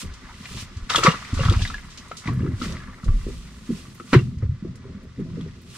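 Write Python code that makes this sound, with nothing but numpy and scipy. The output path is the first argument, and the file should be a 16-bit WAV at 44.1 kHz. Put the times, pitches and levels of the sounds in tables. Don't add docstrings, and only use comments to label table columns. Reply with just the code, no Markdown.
import sys
import numpy as np
from scipy import signal
from scipy.fft import rfft, irfft, next_fast_len
from scipy.io import wavfile
from scipy.ndimage import uniform_filter1d

SR = 44100
rng = np.random.default_rng(int(sys.argv[2]) if len(sys.argv) > 2 else 0)


def bounce(signal):
    frames = np.transpose(np.atleast_2d(signal))
    limited = np.clip(frames, -1, 1)
    pcm = np.round(limited * 32767).astype(np.int16)
    wavfile.write(sys.argv[1], SR, pcm)


N = 254719
FFT_SIZE = next_fast_len(N)
CONTROL_STEP = 32
LN_60_DB = np.log(1000)

# frequency in Hz, relative level in dB, t60 in seconds.
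DECK_MODES = [(28.1, 0.5, 0.7), (38, -1.5, 0.24), (56.8, -2, 1), (77.1, 6.5, 0.2), (94, 1.5, 0.43),
              (105.8, 1, 0.86), (127.4, 4, 0.63), (163.6, 4.5, 0.19), (199, 6, 0.11), (249.5, 4, 0.1),
              (296, -3, 0.19), (346, 0, 0.33), (392.2, 1, 0.093), (454, -3, 0.13), (522, -4.5, 0.12),
              (636, -7, 0.036)]
# frequency in Hz, relative level in dB, t60 in seconds.
GEAR_MODES = [(1037, 4.5, 0.027), (1156, 6.5, 0.068), (1269.4, 9, 0.031), (1314.5, 10, 0.026),
              (1469, 8, 0.009), (1694, 5, 0.038), (1974, 9.5, 0.0093), (2354, -4.5, 0.035),
              (2783, 0.5, 0.078), (3370, 6.5, 0.01), (3780, -0.5, 0.024), (4720, 23, 0.011),
              (5450, -6.5, 0.012)]


def undb(db):
    return 10 ** (np.asarray(db) / 20)


def unit(x):
    return x / np.sqrt(np.mean(x ** 2))


def curves(table):
    s, *columns = np.transpose(table)
    return [np.interp(np.arange(N) / SR, s, c) for c in columns]


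def colour(x, points):
    hz, db = np.transpose(points)
    f = np.fft.rfftfreq(FFT_SIZE, 1 / SR) + 1
    gain = undb(np.interp(np.log(f), np.log(hz), db))
    return irfft(rfft(x, FFT_SIZE) * gain, FFT_SIZE)[..., :N]


def band(x, lo_hz, hi_hz):
    sos = signal.butter(2, [lo_hz, min(hi_hz, .45 * SR)], "band", fs=SR, output="sos")
    return signal.sosfilt(sos, x)


def ring(x, modes, lo_hz=0, hi_hz=20000):
    out = 0
    for k, (hz, db, t60) in enumerate(modes):
        if lo_hz <= hz <= hi_hz:
            pole = np.exp(2j * np.pi * hz / SR - LN_60_DB / (t60 * SR))
            mode = signal.lfilter([1 / np.sqrt(t60)], [1, -pole], x).imag
            out = out + (-1) ** k * undb(db) * mode
    return out


def grit(rate_per_s, spread_db, grain_s):
    grain_cap = 3
    size_db = spread_db * np.minimum(rng.exponential(size=(2, N)), grain_cap)
    hits = (rng.random((2, N)) < rate_per_s / SR) * undb(size_db)
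    shape = signal.lfilter([1], [1, -np.exp(-1 / (grain_s * SR))], hits)
    return unit(rng.standard_normal((2, N)) * (shape + 1.1 * shape.mean()))


def ports(pair, spread):
    wide_hz = 2750
    f = np.fft.rfftfreq(FFT_SIZE, 1 / SR)
    wide = np.clip(spread * f / np.hypot(f, wide_hz), 0, 1)
    mid, side = rfft(pair, FFT_SIZE) * [np.ones_like(f), wide] / np.sqrt(1 + wide ** 2)
    return irfft(np.array([mid + side, mid - side]), FFT_SIZE)[:, :N]


def add(out, s, sound):
    i = int(s * SR)
    out[i:i + len(sound)] += sound[:N - i]


def power_sum(levels_db):
    gain = np.sqrt(sum(undb(db) ** 2 for db in levels_db))
    return np.repeat(gain, CONTROL_STEP, axis=1)[:, :N]


def blows(events, modes, reach_oct, push_cycles):
    out = np.zeros(N)
    hz, mode_db, t60 = np.array(modes, float).T[:, :, None]
    chances = rng.standard_normal((len(events), len(modes), 2))
    for (s, db, spot_hz, *held_t60), chance in zip(events, chances):
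        level_chance, pitch_chance = chance[:, :1], chance[:, 1:]
        reach = np.exp(-.5 * (np.log2(hz / spot_hz) / reach_oct) ** 2)
        near = reach * undb(mode_db + 5.65 * level_chance)
        loss = 1 / t60 + sum(1 / h for h in held_t60)
        t = np.arange(int(SR / loss.min())) / SR
        tone = np.sin(2 * np.pi * hz * (1 + 0.0135 * pitch_chance) * t)
        free = tone * np.exp(-LN_60_DB * t * loss)
        push = np.sin(np.pi / 2 * np.minimum(t * spot_hz / push_cycles, 1)) ** 2
        sound = (near * free).sum(0) * push
        add(out, s, undb(db) * sound / np.abs(sound).max())
    return out


def water():
    # frequency in Hz, relative spectral level in dB.
    wash_spectrum = [(190, 4.5), (330, -1.5), (833, -17), (1010, -13.5), (1220, -14), (5480, -24),
                     (7670, -42.5), (10700, -70.5), (12600, -43.5), (15000, -61.5)]
    wash = unit(colour(rng.standard_normal((2, N)), wash_spectrum))
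    return undb(-58.5) * ports(wash, 7.8)


def load_gains():
    # start in seconds, time from start to release in seconds,
    # hull sway in dB, panel boom in dB, panel creak in dB.
    load_rows = [(0.0, 0.025, -31, -39, -51), (0.483, 0.086, -41, -39.5, -52),
                 (0.765, 0.068, -88, -42.5, -70), (0.93, 0.15, -40.5, -37.5, -43),
                 (1.314, 0.28, -27, -29.5, -48.5), (2.261, 0.23, -39, -27.5, -44),
                 (2.577, 0.14, -37, -32.5, -43), (3.034, 0.051, -26.5, -30.5, -43),
                 (3.237, 0.063, -33.5, -34.5, -51), (3.676, 0.088, -50.5, -45.5, -51),
                 (4.108, 0.016, -37, -14.5, -34), (4.378, 0.069, -39, -36.5, -61),
                 (3.79, 0.25, -53, -57, -61), (4.616, 0.057, -55, -36.5, -56), (4.821, 0.15, -49, -41, -50),
                 (5.153, 0.29, -46.5, -34.5, -51.5)]
    attack_s = 0.0281
    release_db_per_s = np.array((60, 94.5, 137))[:, None]
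    rest_db = np.array((-66.5, -46, -60))[:, None]
    t = np.arange(0, N, CONTROL_STEP) / SR
    shapes = []
    for s, hold, *dbs in load_rows:
        below_db = 60 * np.clip((s - t) / attack_s + 1, 0, 2)
        fall_db = release_db_per_s * np.maximum(t - s - hold, 0)
        shapes.append(np.array(dbs)[:, None] - below_db - fall_db)
    return power_sum(shapes + [rest_db])


def shifting():
    load = grit(rate_per_s=72.0, spread_db=1.0, grain_s=0.01)[0]
    ranges_hz = [(0, 66), (67, 270), (271, 700)]
    panels = [unit(ring(load, DECK_MODES, *r)) for r in ranges_hz]
    gains = load_gains()
    mid = sum(g * p for g, p in zip(gains, panels))
    side = sum(g * p[::-1] for g, p in zip(gains, panels))
    return mid + np.outer([.17, -.17], side)


def stroke_gains():
    # loudest moment in seconds, swell in seconds, fade in seconds,
    # cloth swish in dB, hard surfaces scraping in dB, fine hiss in dB.
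    stroke_rows = [(0.018, 0.15, 0.045, -36.5, -46.5, -37.5), (0.3, 0.25, 0.069, -83, -47, -77),
                   (0.618, 0.31, 0.052, -37, -43.5, -43.5), (0.898, 0.0081, 0.27, -31.5, -30, -47),
                   (0.97, 0.056, 0.11, -47, -40, -34), (1.05, 0.044, 0.1, -24.5, -19, -39),
                   (1.15, 0.1, 1, -45, -43.5, -55.5), (1.45, 0.22, 0.17, -34.5, -32.5, -50),
                   (1.629, 0.21, 0.2, -36.5, -94, -48), (2.278, 0.052, 0.054, -41, -33, -71),
                   (2.641, 0.088, 0.16, -37, -39.5, -45.5), (2.78, 0.3, 0.13, -51, -51, -78),
                   (3.3, 0.7, 0.71, -50, -100.5, -54.5), (3.77, 0.24, 0.23, -46.5, -51.5, -51),
                   (4.125, 0.09, 0.2, -44, -49.5, -49), (4.135, 0.0092, 0.043, -47.5, -14.5, -44),
                   (4.43, 0.037, 0.082, -61, -51, -82), (5.2, 0.02, 0.067, -60, -51.5, -65),
                   (5.398, 0.32, 0.48, -56.5, -52, -73.5), (5.78, 0.12, 0.1, -42, -45, -45)]
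    # time in seconds, swish in dB, scraping in dB, hiss in dB.
    rustle_rows = [(0, -53, -51, -67.5), (2.2, -54, -51, -60), (3.0, -64, -51, -71.5), (4.1, -57, -58, -58),
                   (4.3, -62.5, -62, -79), (4.95, -60, -55.5, -75.5), (5.77, -60, -70, -69)]
    range_db = 20
    t = np.arange(0, N, CONTROL_STEP) / SR
    shapes = []
    for s, swell, fade, *dbs in stroke_rows:
        away = np.maximum((s - t) / max(swell, .003), (t - s) / max(fade, .003))
        shapes.append(np.array(dbs)[:, None] - range_db * away)
    return power_sum(shapes + [np.array(curves(rustle_rows))[:, ::CONTROL_STEP]])


def rubbing():
    # frequency in Hz, relative spectral level in dB.
    cloth_spectrum = [(1700, -41), (2400, 0.5), (3500, -0.5), (6500, -2.5), (8600, -4), (12400, -15),
                      (15000, -24)]
    swish_top_hz = 6000
    swish, scrape, hiss = stroke_gains()
    scrape_grit = grit(rate_per_s=280.0, spread_db=3.5, grain_s=0.0024)
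    hard = np.array([ring(g, GEAR_MODES, hi_hz=2500) for g in scrape_grit])
    cloth = colour(grit(rate_per_s=970.0, spread_db=7.0, grain_s=0.0066), cloth_spectrum)
    low = band(cloth, 1500, swish_top_hz)
    high = band(cloth[:, ::-1], swish_top_hz, 17000)
    return ports(scrape * unit(hard) + swish * unit(low) + hiss * unit(high), 0.99)


def deck_thumps():
    # start in seconds, peak in dB, pitch of the struck spot in Hz,
    # t60 in seconds left by the weight resting on it.
    thump_rows = [(0.035, -28.5, 77, 0.15), (0.071, -30, 73.5, 0.15), (0.621, -28.5, 132, 0.05),
                  (0.761, -23, 79, 0.15), (0.82, -26, 35, 0.055), (0.979, -17.5, 438, 0.075),
                  (1.047, -11, 333, 0.029), (1.068, -13, 508, 0.29), (1.078, -5.5, 205.3, 0.077),
                  (1.324, -15, 81, 0.13), (1.33, -20, 240, 0.064), (1.362, -19, 73.5, 0.2),
                  (1.401, -12.5, 112, 0.078), (1.391, -23.5, 557, 0.45), (1.45, -10, 115, 0.16),
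                  (1.484, -6, 102, 0.1), (1.51, -22.5, 428, 0.12), (1.56, -9.5, 89, 0.096),
                  (1.614, -17.5, 107, 0.14), (2.113, -26.5, 690, 0.0089), (2.256, -22.5, 180, 0.07),
                  (2.27, -20, 91, 0.37), (2.279, -20.5, 277, 0.071), (2.3, -38, 153, 0.076),
                  (2.324, -20, 135, 0.19), (2.372, -14, 159.6, 0.066), (2.427, -13, 129, 0.067),
                  (2.433, -20.5, 307, 0.2), (2.455, -23, 357, 0.72), (2.484, -15.5, 104, 0.076),
                  (2.532, -18, 103, 0.074), (2.615, -19.5, 248, 0.16), (2.728, -27.5, 146, 0.041),
                  (3.035, -23, 157, 0.045), (3.063, -14, 28.7, 0.28), (3.083, -12, 104, 0.077),
                  (3.116, -15, 38.6, 0.46), (3.204, -25, 96, 0.089), (3.215, -25, 29.3, 0.27),
                  (3.266, -22, 323, 0.015), (3.284, -25, 363, 0.071), (3.69, -19, 215, 0.13),
                  (3.703, -15.5, 286, 0.055), (3.722, -19, 172, 0.18), (4.0, -31, 328, 0.069),
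                  (4.129, -7.5, 230, 0.074), (4.131, -15, 535, 0.027), (4.147, -3.5, 299.6, 0.058),
                  (4.159, -1, 123, 0.086), (4.19, -20.5, 385, 0.14), (4.219, -17, 143, 0.16),
                  (4.26, -22, 121, 0.2), (4.367, -21.5, 106.6, 0.069), (4.42, -15, 105.4, 0.12),
                  (4.424, -33, 427, 0.15), (4.448, -16, 89, 0.28), (4.489, -13, 103, 0.052),
                  (4.514, -18.5, 104.4, 0.1), (4.623, -23, 227, 0.087), (4.648, -25.5, 296, 0.047),
                  (4.691, -26, 132, 0.091), (4.85, -38.5, 340, 0.25), (4.945, -29.5, 196, 0.9),
                  (5.183, -21, 212, 0.17), (5.192, -18.5, 292, 0.098), (5.218, -19.5, 151, 0.087),
                  (5.332, -26, 171, 0.59), (5.37, -32, 405, 0.31), (5.376, -26, 256, 0.16),
                  (5.396, -26.5, 222, 0.25), (5.426, -26, 179, 0.49), (5.46, -33, 370, 0.13)]
    return blows(thump_rows, DECK_MODES, reach_oct=0.22, push_cycles=2.16)


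def canopy(x):
    t60_s, level_db = 0.13, -5.5
    t = np.arange(SR // 3) / SR
    tail = rng.standard_normal((2, len(t))) * np.exp(-LN_60_DB * t / t60_s) * (t > .003)
    tail = band(tail / np.linalg.norm(tail[0]), 340, 7800)
    return undb(level_db) * signal.fftconvolve(x[None], tail, axes=1)[:, :N]


def ticks():
    # start in seconds, rms level in dB before the envelope, centre in Hz, t60 in seconds.
    tick_rows = [(0.1366, -43.5, 5550, 0.097), (0.767, -45, 5260, 0.11), (0.8985, -26, 4600, 0.18),
                 (0.9554, -18.5, 4150, 0.031), (1.036, -15.5, 4830, 0.078), (1.34, -37.5, 5950, 0.19),
                 (1.6172, -29, 4700, 0.11), (1.9027, -47, 5160, 0.39), (1.973, -36, 4830, 0.12),
                 (2.081, -45.5, 6300, 0.05), (2.1678, -36.5, 6000, 0.22), (2.33, -53, 9500, 0.1),
                 (2.619, -27, 4100, 0.032), (2.7222, -32, 5100, 0.029), (3.042, -41.5, 5750, 0.084),
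                 (3.945, -51, 10000, 0.1), (4.1302, -21.5, 3000, 0.14), (4.3827, -52.5, 5350, 0.071),
                 (4.755, -47.5, 6700, 0.065), (5.03, -63, 9500, 0.08), (5.615, -56.5, 11600, 0.071)]
    attack_s = 0.0012
    top_ratio = 1.8
    out = np.zeros((2, N))
    t = np.arange(SR // 4) / SR
    for s, db, hz, t60 in tick_rows:
        noise = band(rng.standard_normal((2, len(t))), hz / 2.0, hz * 1.39)
        noise = band(noise, hz / 3, hz * top_ratio)
        decay = np.exp(-LN_60_DB * t / max(t60, .005))
        burst = unit(noise) * decay * (1 - np.exp(-t / attack_s))
        add(out.T, s, undb(db) * burst.T)
    return ports(out, 1.0)


def squeaks():
    # start in seconds, length in seconds, first pitch in Hz, last pitch in Hz,
    # peak level in dB before the roughness.
    squeak_rows = [(0.264, 0.091, 863, 1097, -50.5), (1.578, 0.054, 570, 1040, -44)]
    out = np.zeros(N)
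    for s, length, from_hz, to_hz, db in squeak_rows:
        u = np.linspace(0, 1, int(length * SR))
        rough = unit(uniform_filter1d(rng.standard_normal(len(u)), size=120))
        phase = 2 * np.pi * np.cumsum(from_hz * (to_hz / from_hz) ** u) / SR
        add(out, s, undb(db) * np.sin(np.pi * u) * (1 + rough) * np.sin(phase))
    return out


def cracks(events, below_db, t60):
    attack_s = 0.00028
    out = np.zeros(N)
    t = np.arange(SR // 10) / SR
    for s, db, spot_hz, *_ in events:
        noise = unit(band(rng.standard_normal(len(t)), spot_hz / 3.2, spot_hz * 2.05))
        envelope = np.exp(-LN_60_DB * t / t60) * (1 - np.exp(-t / attack_s))
        add(out, s, undb(db - below_db) * noise * envelope)
    return out


def chatter():
    # start in seconds, length in seconds, middle of the peak levels in dB, highest spot in Hz.
    rattle_rows = [(0.9, 0.22, -26, 4000), (0.898, 0.26, -29, 1430), (1.356, 0.21, -31.5, 1460),
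                   (1.377, 0.27, -34, 4700), (1.647, 0.16, -47, 2720), (2.276, 0.27, -45, 2720),
                   (2.62, 0.33, -43, 2030)]
    knocks_per_s = 90
    lo_hz, spread_db = 1020, 8.5
    t60_s = 0.06
    rows = []
    for s, length, db, hi_hz in rattle_rows:
        count = int(round(length, 1) * knocks_per_s)
        when, size, spot = rng.random((count, 3)).T
        peak_db = db + spread_db * (2 * size - 1)
        spot_hz = lo_hz * (hi_hz / lo_hz) ** spot
        rows += zip(s + length * when, peak_db, spot_hz, np.full(count, t60_s))
    return rows


def gear_knocks():
    # start in seconds, peak of the ringing in dB, pitch of the struck spot in Hz.
    knock_rows = [(0.455, -29, 2262.0), (0.899, -16.5, 3600), (0.901, -16, 1290), (0.937, -18, 3700),
                  (0.946, -11, 1170), (0.959, -4.5, 3390), (0.988, -15.5, 1240), (1.033, -9.5, 1240),
                  (1.061, -7.5, 1240), (1.066, -8, 1980), (1.069, -4, 1290), (1.142, -32, 1120),
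                  (1.172, -30, 2140), (1.249, -29.5, 2100), (1.434, -20, 1360), (1.451, -22, 3500),
                  (1.484, -18.5, 1360), (1.497, -17.5, 3570), (1.524, -21, 3850), (1.537, -26.5, 1260),
                  (1.651, -19.5, 1930), (1.676, -26, 3700), (1.7, -26, 1230), (1.742, -23, 1940),
                  (1.781, -33, 1870), (2.115, -26, 1440), (2.274, -23.5, 2130), (2.287, -24, 970),
                  (2.463, -32.5, 1360), (2.615, -24, 1280), (2.768, -30.5, 1960), (2.821, -38, 1440),
                  (2.983, -42, 1280), (3.031, -39, 1170), (3.082, -33.5, 1165), (3.998, -30.5, 1230),
                  (4.131, -11.5, 1440), (4.136, -14, 2380), (4.14, -16.5, 960), (4.15, -26, 1920),
                  (4.19, -31, 2830), (4.422, -42.5, 1500), (5.41, -37.5, 3300)]
    events = knock_rows + chatter()
    ringing = blows(events, GEAR_MODES, reach_oct=0.14, push_cycles=3.3)
    return ringing + cracks(events, below_db=11.5, t60=0.054)


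def scene():
    left_lag = 2
    deck, gear, bright = deck_thumps(), gear_knocks(), ticks()
    near = deck + np.outer(undb([1.5, -1.5]), gear)
    reflected = canopy(gear + 0.68 * deck + bright.mean(0))
    air = near + reflected + shifting() + bright + rubbing() + water() + squeaks()
    air[0] = np.interp(np.arange(N) - left_lag, np.arange(N), air[0])
    return air


def record(dry):
    treble_db = (-1.7, 1.7)
    toned = np.array([colour(row, [(4500, 0), (8000, db)]) for row, db in zip(dry, treble_db)])
    low_pass = signal.ellip(10, .2, 90, 15700, fs=SR, output="sos")
    return signal.sosfilt(low_pass, np.clip(toned, -1, 1))


dry = scene()
out = record(dry)
bounce(out)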